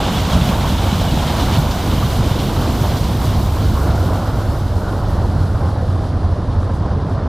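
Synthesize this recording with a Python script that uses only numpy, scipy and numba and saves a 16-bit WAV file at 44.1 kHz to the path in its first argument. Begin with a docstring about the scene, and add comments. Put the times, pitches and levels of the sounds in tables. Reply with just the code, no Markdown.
"""A cargo ship's diesel hums and throbs as the hull pushes past through broken sea ice, tens of metres off.
Exhaust tones ride on the rumble of machinery and propeller; air gulps in the churning water.
Floes grind in shoves, knock and scrape on the plating, squeak, snap and plunge back in.
Slush pours, spray fizzes and loose snow slides; all these textures are swarms of tiny ringing grains.
As the wash moves away the hiss sinks and dulls, leaving the engine and the slowly fading grind."""
import sys
import numpy as np
from scipy import signal
from scipy.fft import rfft, irfft, next_fast_len
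from scipy.io import wavfile
from scipy.ndimage import uniform_filter1d
from numba import njit

SR = 44100
rng = np.random.default_rng(int(sys.argv[2]) if len(sys.argv) > 2 else 0)


def to_wav(s):
    """Save 16-bit WAV."""
    ch = np.atleast_2d(s).T  # columns
    pcm = np.round(np.clip(ch, -1, 1) * 32767)  # PCM
    wavfile.write(sys.argv[1], SR, pcm.astype(np.int16))


N = 321048
T = np.arange(N) / SR

# EQ of sliding snow and of scraped hull plating: f/Hz, level/dB
SNOW_EQ = [(2500, -11), (5800, -4), (8000, -7), (11500, -9), (15000, -36)]
PLATING_EQ = [(700, -32), (1100, -4), (1420, 10), (1620, 0), (1900, -31), (3000, -41)]
# EQ of the beds that change as the ship passes: f/Hz, level abeam/dB, level once past/dB
SPRAY_EQ = [(4000, 1.5, 4), (6800, -1.5, -6), (9400, -3.5, -5), (11400, -2.5, -5.5), (13800, -0.5, -22),
            (15000, -3, -27.5), (15800, -12, -38)]
SLUSH_EQ = [(1200, -5.5, -3.5), (2280, -7, -5.5), (2520, -9, -8.5), (2980, -2, -3.5), (3660, -2, -1.5),
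            (4700, -9.5, -3.5), (5560, -11, -7.5), (7230, -15, -17.5), (10200, -23.5, -20),
            (14900, -44, -60)]
GRIND_EQ = [(202, -1.5, -8), (388, -3.5, -6), (524, -1.5, -0.5), (730, 0, -1.5), (885, -2, -5.5),
            (1017, -1.5, -4), (1255, -8, -9.5), (1500, -8.5, -13.5), (1870, -21, -20.5), (2260, -16, -31),
            (4000, -28, -35)]
CHURN_EQ = [(60, -21, -19.5), (128, 0, 2), (154, -1, -2.5), (196, -1, -4), (270, -6, -7), (334, -15, -10),
            (464, -28, -16.5), (910, -24, -42)]
RUMBLE_EQ = [(12, -38, -40), (24, -11, -12), (39.2, -5.5, 3), (56, -0.5, 2), (86, -2.5, 5.5),
             (117, -10, -6), (198, -44, -25)]
# stereo tilt: f/Hz, left minus right/dB
STEREO_EQ = [(60, -1), (200, -1), (380, -1.5), (700, -1.5), (1290, 0), (2380, -.5), (4400, -2),
             (8120, -0.5), (15000, 0)]
# swells of sliding snow and of ice scraping steel: middle t/s, half length/s, level/dB
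SNOW_SLIDES = [(0.345, .025, -35), (6.37, 0.036, -60), (6.63, 0.043, -53), (6.754, 0.035, -50),
               (7.11, 0.047, -54)]
SCRAPES = [(1.48, 0.14, -37), (3.8, .08, -48), (4.15, 0.62, -39), (4.86, 0.076, -36.5), (5.5, 0.23, -39)]
# foam boiling up along the hull: middle t/s, half length/s, rise/dB
FOAM_BOILS = [(1.42, 0.12, 1.5), (2.72, .14, 1), (5.48, 0.15, 1.5)]
# the hull shoving into floes (a negative rise slips free): middle t/s, half length/s, rise/dB
SHOVES = [(.345, 0.04, 4), (0.684, 0.03, 1.5), (0.856, 0.032, 2.5), (.97, 0.026, -1), (1.478, 0.17, 2),
          (2.6, 0.67, 1), (4.062, 0.32, 2), (4.704, 0.11, -3), (5.2, 0.94, 1.5), (7.252, 0.53, 3.5)]
# loudness of the pouring slush: t/s, level/dB
SLUSH_LEVEL = [(0.0, -30), (0.34, -30), (0.38, -32.5), (1.54, -30.5), (1.64, -33.5), (2.86, -34.5),
               (4.76, -44), (7.28, -49.5)]
# floes rubbing: middle t/s, half length/s, level/dB, f/Hz
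SQUEAKS = [(0.368, 0.031, -33, 1374), (1.928, 0.012, -31, 1146), (2.028, 0.0096, -26, 1117),
           (3.247, 0.008, -23, 1070), (3.775, 0.019, -31, 1100)]
# pieces snapping, shards falling, slabs breaking, blocks plunging: t/s, peak before trim/dB, f/Hz
SNAPS = [(0.03, -16, 3210), (0.138, -17, 2900), (0.22, -21, 3500), (0.25, -16, 3300), (0.3276, -17, 3640),
         (0.411, -17, 2830), (0.489, -12.5, 2970), (0.78, -16, 3650), (1.0125, -18, 4450),
         (1.11, -17, 3380), (1.275, -20, 3400), (1.3966, -14, 3380), (1.485, -9.5, 850), (1.709, -16, 4300),
         (1.915, -18.5, 3480), (2.391, -18, 3330), (2.969, -19, 4100), (3.041, -19, 3970),
         (3.954, -27, 5460)]
CHINKS = [(0.158, -26, 3400), (0.318, -24, 3270), (0.87, -33, 2250), (1.08, -29, 2910), (2.395, -35, 3360)]
CRUNCHES = [(0.0, -5.5, 744), (0.09, -10, 790), (0.33, -15, 700), (0.51, -8.5, 760), (0.64, -10, 765),
            (0.785, -11, 818), (1.012, -7, 710), (1.04, -13, 690), (1.168, -6.5, 660), (1.216, -10, 810),
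            (1.3, -10, 750), (1.484, -13, 740), (1.575, -13, 760), (2.16, -16, 700), (2.56, -14, 1090),
            (2.62, -18, 1080), (2.83, -8, 766), (3.215, -16, 1090), (3.764, -16, 980), (4.099, -12, 500),
            (4.5, -16, 900), (5.645, -16, 680), (6.23, -16, 830), (6.9, -12.5, 630)]
PLUNGES = [(0.0, -19, 420), (0.485, -15, 290), (1.115, -11, 260), (2.24, -12, 260), (2.35, -13.5, 285),
           (2.67, -14, 307)]
# floes hitting the hull: t/s, peak before trim/dB, f/Hz, attack/cycles
KNOCKS = [(0.145, -15, 165, 1), (0.343, -9, 60, 0.7), (0.345, -11, 175, 2.4), (0.363, -9, 111, 0.44),
          (0.395, -13, 151, 0.55), (0.416, -4.5, 138, .7), (0.489, -8, 192, 1.3), (0.874, -8, 90, 0.56),
          (0.926, -7.5, 175, 0.56), (0.978, -15, 150, 0.59), (1.169, -7.5, 151, .64),
          (1.258, -12.5, 144, 1), (1.39, -14, 166, 1.1), (1.572, -5, 86, 0.55), (1.584, -7, 139, 0.89),
          (2.021, -11, 111, 1.1), (2.19, -9.5, 126, 1.2), (3.631, -14, 142, 1.3)]
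# exhaust tones: multiple of the four-stroke cycle rate, then level/dB at each of ENGINE_PASS_S
EXHAUST_TONES = [(6, -35, -32, -34, -32), (11, -32, -30.5, -23, -38), (12, -53, -41, -41, -40),
                 (13, -44, -38, -38, -34), (14, -25.5, -33, -30.5, -22.5), (15, -30.5, -39, -32, -24.5),
                 (16, -41, -25, -26, -27.5), (17, -31.5, -25, -31.5, -30), (24, -52, -46, -55, -37.5)]
ENGINE_PASS_S = (1, 2.6, 3.8, 5.4)  # approaching, near, abeam, past


def undb(db):
    """Decibels to gain."""
    return 10 ** (np.asarray(db) / 20)


def unit(x):
    """Scale to rms 1."""
    return x / np.sqrt(np.mean(x ** 2))


def walk(rate_hz):
    """Smooth random modulation with a spread near 1."""
    hold = int(SR / rate_hz)
    steps = rng.standard_normal(1024)[np.arange(N) // hold % 1024]
    return 1.1 * uniform_filter1d(uniform_filter1d(steps, hold), hold)


def fade(db, held_s, db_per_s):
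    """A level in dB that holds, then sinks steadily."""
    return db - db_per_s * np.maximum(T - held_s, 0)


def bell(middle_s, half_s):
    """A smooth rise and fall, peaking at 1."""
    return np.exp(-((T - middle_s) / half_s) ** 2)


def swells(rows):
    """A gain envelope that swells out of silence."""
    return sum(undb(db) * bell(s, half_s) for s, half_s, db in rows)


def rises(rows):
    """Smooth bumps and dips of level, in dB."""
    return sum(db * bell(s, half_s) for s, half_s, db in rows)


def colour(x, hz, db):
    """An EQ curve drawn on a log-frequency axis."""
    size = next_fast_len(N + 8192)
    f = np.maximum(np.arange(size // 2 + 1) * SR / size, 1)
    gain = undb(np.interp(np.log(f), np.log(hz), db))
    return irfft(rfft(x, size) * gain, size)[..., :N]


def passing(x, eq, abeam_s, past_s):
    """Crossfade a source from its abeam colour to its past colour, each at rms 1."""
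    past = np.clip((T - abeam_s) / (past_s - abeam_s), 0, 1)
    roll_off = (2 * eq[-1][0], -90, -90)
    hz, abeam_db, past_db = np.transpose([*eq, roll_off])
    return (1 - past) * unit(colour(x, hz, abeam_db)) + past * unit(colour(x, hz, past_db))


@njit
def ring(start_s, hz, cycles, size, pan, glide):
    """Each grain is a panned sine that dies over its cycles while its pitch glides up."""
    out = np.zeros((2, N))
    for k in range(len(start_s)):
        length = int(cycles[k] * SR / hz[k]) + 2
        step = 2j * np.pi * hz[k] / SR
        phasor = size[k] + 0j
        turn = np.exp(step - 6 / length)
        bend = np.exp(step * glide / length)
        first = int(start_s[k] * SR)
        for i in range(first, min(first + length, N)):
            phasor *= turn
            turn *= bend
            out[0, i] += phasor.imag * (1 + pan[k])
            out[1, i] += phasor.imag * (1 - pan[k])
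    return out


def grains(count, lo_hz, hi_hz, cycles, spread_db, width, glide):
    """A swarm of fractures or bubbles of random size, with an even spectrum."""
    when, pitch, life, chance, side, sign = rng.random((count, 6)).T
    hz = lo_hz * (hi_hz / lo_hz) ** pitch
    size_db = spread_db * np.minimum(-np.log(1 - chance), 2 * np.pi)
    size = hz * np.sign(sign - .5) * undb(size_db)
    pan = width * (2 * side - 1)
    return unit(ring(when * N / SR, hz, cycles * (.5 + life), size, pan, glide))


def snow():
    """Loose snow slides off the floes in short swishes."""
    crystals = grains(count=60000, lo_hz=2500, hi_hz=15000, cycles=7.1, spread_db=3, width=.5, glide=0.)
    return swells(SNOW_SLIDES) * unit(colour(crystals, *np.transpose(SNOW_EQ)))


def scrapes():
    """Hard ice drags along the steel in dense little slips."""
    slips = grains(count=14000, lo_hz=757, hi_hz=3020, cycles=21, spread_db=-1, width=0.06, glide=0.)
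    return swells(SCRAPES) * unit(colour(slips, *np.transpose(PLATING_EQ)))


def squeaks(jitter=0.0707, grit_db=5.5):
    """Ice sticks and slips on ice: brief, rough creaks of unsteady pitch."""
    out = np.zeros(N)
    slip = 1 + jitter * walk(600)
    for s, half_s, db, hz in SQUEAKS:
        phase = 2 * np.pi * np.cumsum(hz * slip) / SR
        out += undb(db) * bell(s, half_s) * np.sin(phase)
    return np.sqrt(2) * out * undb(grit_db * walk(700))


def spray(shove_db, flutter_db=1.34):
    """Fine droplets and bursting foam fizz wide along the hull, and fall away quickly near the end."""
    foam = grains(count=190000, lo_hz=4070, hi_hz=16450, cycles=25, spread_db=0, width=0.61, glide=0.036)
    ending_db = fade(0, held_s=6, db_per_s=8)
    db = fade(-38.5, held_s=3.12, db_per_s=4.75) + ending_db
    db += rises(FOAM_BOILS) + 0.15 * shove_db + flutter_db * walk(25.37)
    return passing(foam, SPRAY_EQ, abeam_s=3.7, past_s=6.2) * undb(db)


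def slush(shove_db, surge_db=1.07, trim_db=1.02):
    """Water and crumbs of ice pour back over the floes."""
    splash = grains(count=140000, lo_hz=1181, hi_hz=14730, cycles=25.5,
                    spread_db=-0.5, width=0.3, glide=0.043)
    db = np.interp(T, *np.transpose(SLUSH_LEVEL)) + trim_db + 0.17 * shove_db + surge_db * walk(30)
    return passing(splash, SLUSH_EQ, abeam_s=0.7, past_s=5.8) * undb(db)


def ice_hits(rows, bandwidth, decay_s, trim_db):
    """Each hit is a dying burst of noise ringing one resonance of ice or water."""
    out, t = np.zeros(2 * N), T[:SR // 4]
    for s, db, hz in rows:
        burst = rng.standard_normal(len(t)) * np.exp(-t / decay_s)
        band_hz = [hz / (1 + bandwidth), hz * (1 + bandwidth)]
        hit = signal.sosfilt(signal.butter(2, band_hz, "band", fs=SR, output="sos"), burst)
        first = int(s * SR)
        out[first:first + len(t)] += hit * undb(db + trim_db) / np.max(np.abs(hit))
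    return out[:N]


def knocks(trim_db=-0.5):
    """A heavy floe meets the plating: a low thud builds quickly and the water damps it."""
    out, t = np.zeros(2 * N), T[:SR // 4]
    for s, db, hz, attack_cycles in KNOCKS:
        age = t * hz / attack_cycles
        thud = age * np.exp(1 - age) * np.sin(2 * np.pi * hz * t)
        first = int(s * SR)
        out[first:first + len(t)] += undb(db + trim_db) * thud
    return out[:N]


def grind(shove_db, judder_db=0.94):
    """Floes crush and tumble against each other in uneven shoves."""
    crush = grains(count=45000, lo_hz=200.2, hi_hz=3548, cycles=18.2,
                   spread_db=0.47, width=0.057, glide=0.023)
    db = fade(-24.5, held_s=0.52, db_per_s=0.95) + shove_db + judder_db * walk(22.03)
    return passing(crush, GRIND_EQ, abeam_s=0.98, past_s=5.0) * undb(db)


def churn(shove_db, heave_db=0.7):
    """Large pockets of air gulp in the water beside the hull."""
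    gulps = grains(count=13000, lo_hz=58.9, hi_hz=796, cycles=6.8,
                   spread_db=1.05, width=0.069, glide=0.22)
    db = fade(-21.2, held_s=2.66, db_per_s=1.02) + 0.71 * shove_db + heave_db * walk(13)
    return passing(gulps, CHURN_EQ, abeam_s=0.38, past_s=2.7) * undb(db)


def rumble(engine_phase, throb=0.12, side_db=-32):
    """Machinery and propeller shake the hull; the roar swells once an engine cycle."""
    mid, side = rng.standard_normal((2, N))
    shake = mid + undb(side_db) * np.array([side, -side])
    roar = passing(shake, RUMBLE_EQ, abeam_s=2.3, past_s=6.3)
    db = fade(-20.5, held_s=6.6, db_per_s=0.13)
    return roar * undb(db) * (1 + throb * np.cos(engine_phase))


def diesel(cycle_hz=6.35, doppler_hz_per_s=0.022, first_beat_s=0.062, waver_db=2.1, smear_rad=2.16):
    """Exhaust hum and engine phase: harmonics of the firing cycle, sagging in pitch as the ship passes."""
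    rate_hz = cycle_hz - doppler_hz_per_s * T
    phase = 2 * np.pi * (np.cumsum(rate_hz) / SR - cycle_hz * first_beat_s)
    hum = np.zeros(N)
    for multiple, *levels_db in EXHAUST_TONES:
        tone_db = np.interp(T, ENGINE_PASS_S, levels_db) + waver_db * walk(1.2)
        lag = smear_rad * multiple ** 2  # the long uptake delays higher tones, smearing the firings
        hum += undb(tone_db) * np.sin(multiple * phase - lag)
    return np.sqrt(2) * hum * undb(fade(0.17, held_s=5.75, db_per_s=3)), phase


def scene():
    """Engine, wake and breaking ice in open air; the same shoves push all four layers of the wake."""
    shove_db = rises(SHOVES)
    exhaust, engine_phase = diesel()
    snaps = ice_hits(SNAPS, bandwidth=0.32, decay_s=0.018, trim_db=-5.0)
    chinks = ice_hits(CHINKS, bandwidth=0.0086, decay_s=0.023, trim_db=-0.5)
    crunches = ice_hits(CRUNCHES, bandwidth=0.33, decay_s=0.041, trim_db=-7.5)
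    plunges = ice_hits(PLUNGES, bandwidth=0.26, decay_s=0.068, trim_db=-3.5)
    wake = churn(shove_db) + grind(shove_db) + slush(shove_db) + spray(shove_db)
    ice = snaps + chinks + crunches + plunges + knocks() + squeaks() + scrapes() + snow()
    return exhaust + rumble(engine_phase) + wake + ice


def record(dry):
    """Ease both ends, tint left and right slightly apart and cut the very top."""
    edge_s, top_hz = 0.004, 15500
    ramp = np.minimum(np.minimum(T, T[::-1]) / edge_s, 1)
    left, right = dry * np.sin(np.pi / 2 * ramp) ** 2
    hz, tilt_db = np.transpose(STEREO_EQ)
    tinted = np.array([colour(left, hz, tilt_db / 2), colour(right, hz, -tilt_db / 2)])
    return signal.sosfilt(signal.ellip(10, .2, 80, top_hz, fs=SR, output="sos"), tinted)


dry = scene()
out = record(dry)
to_wav(out)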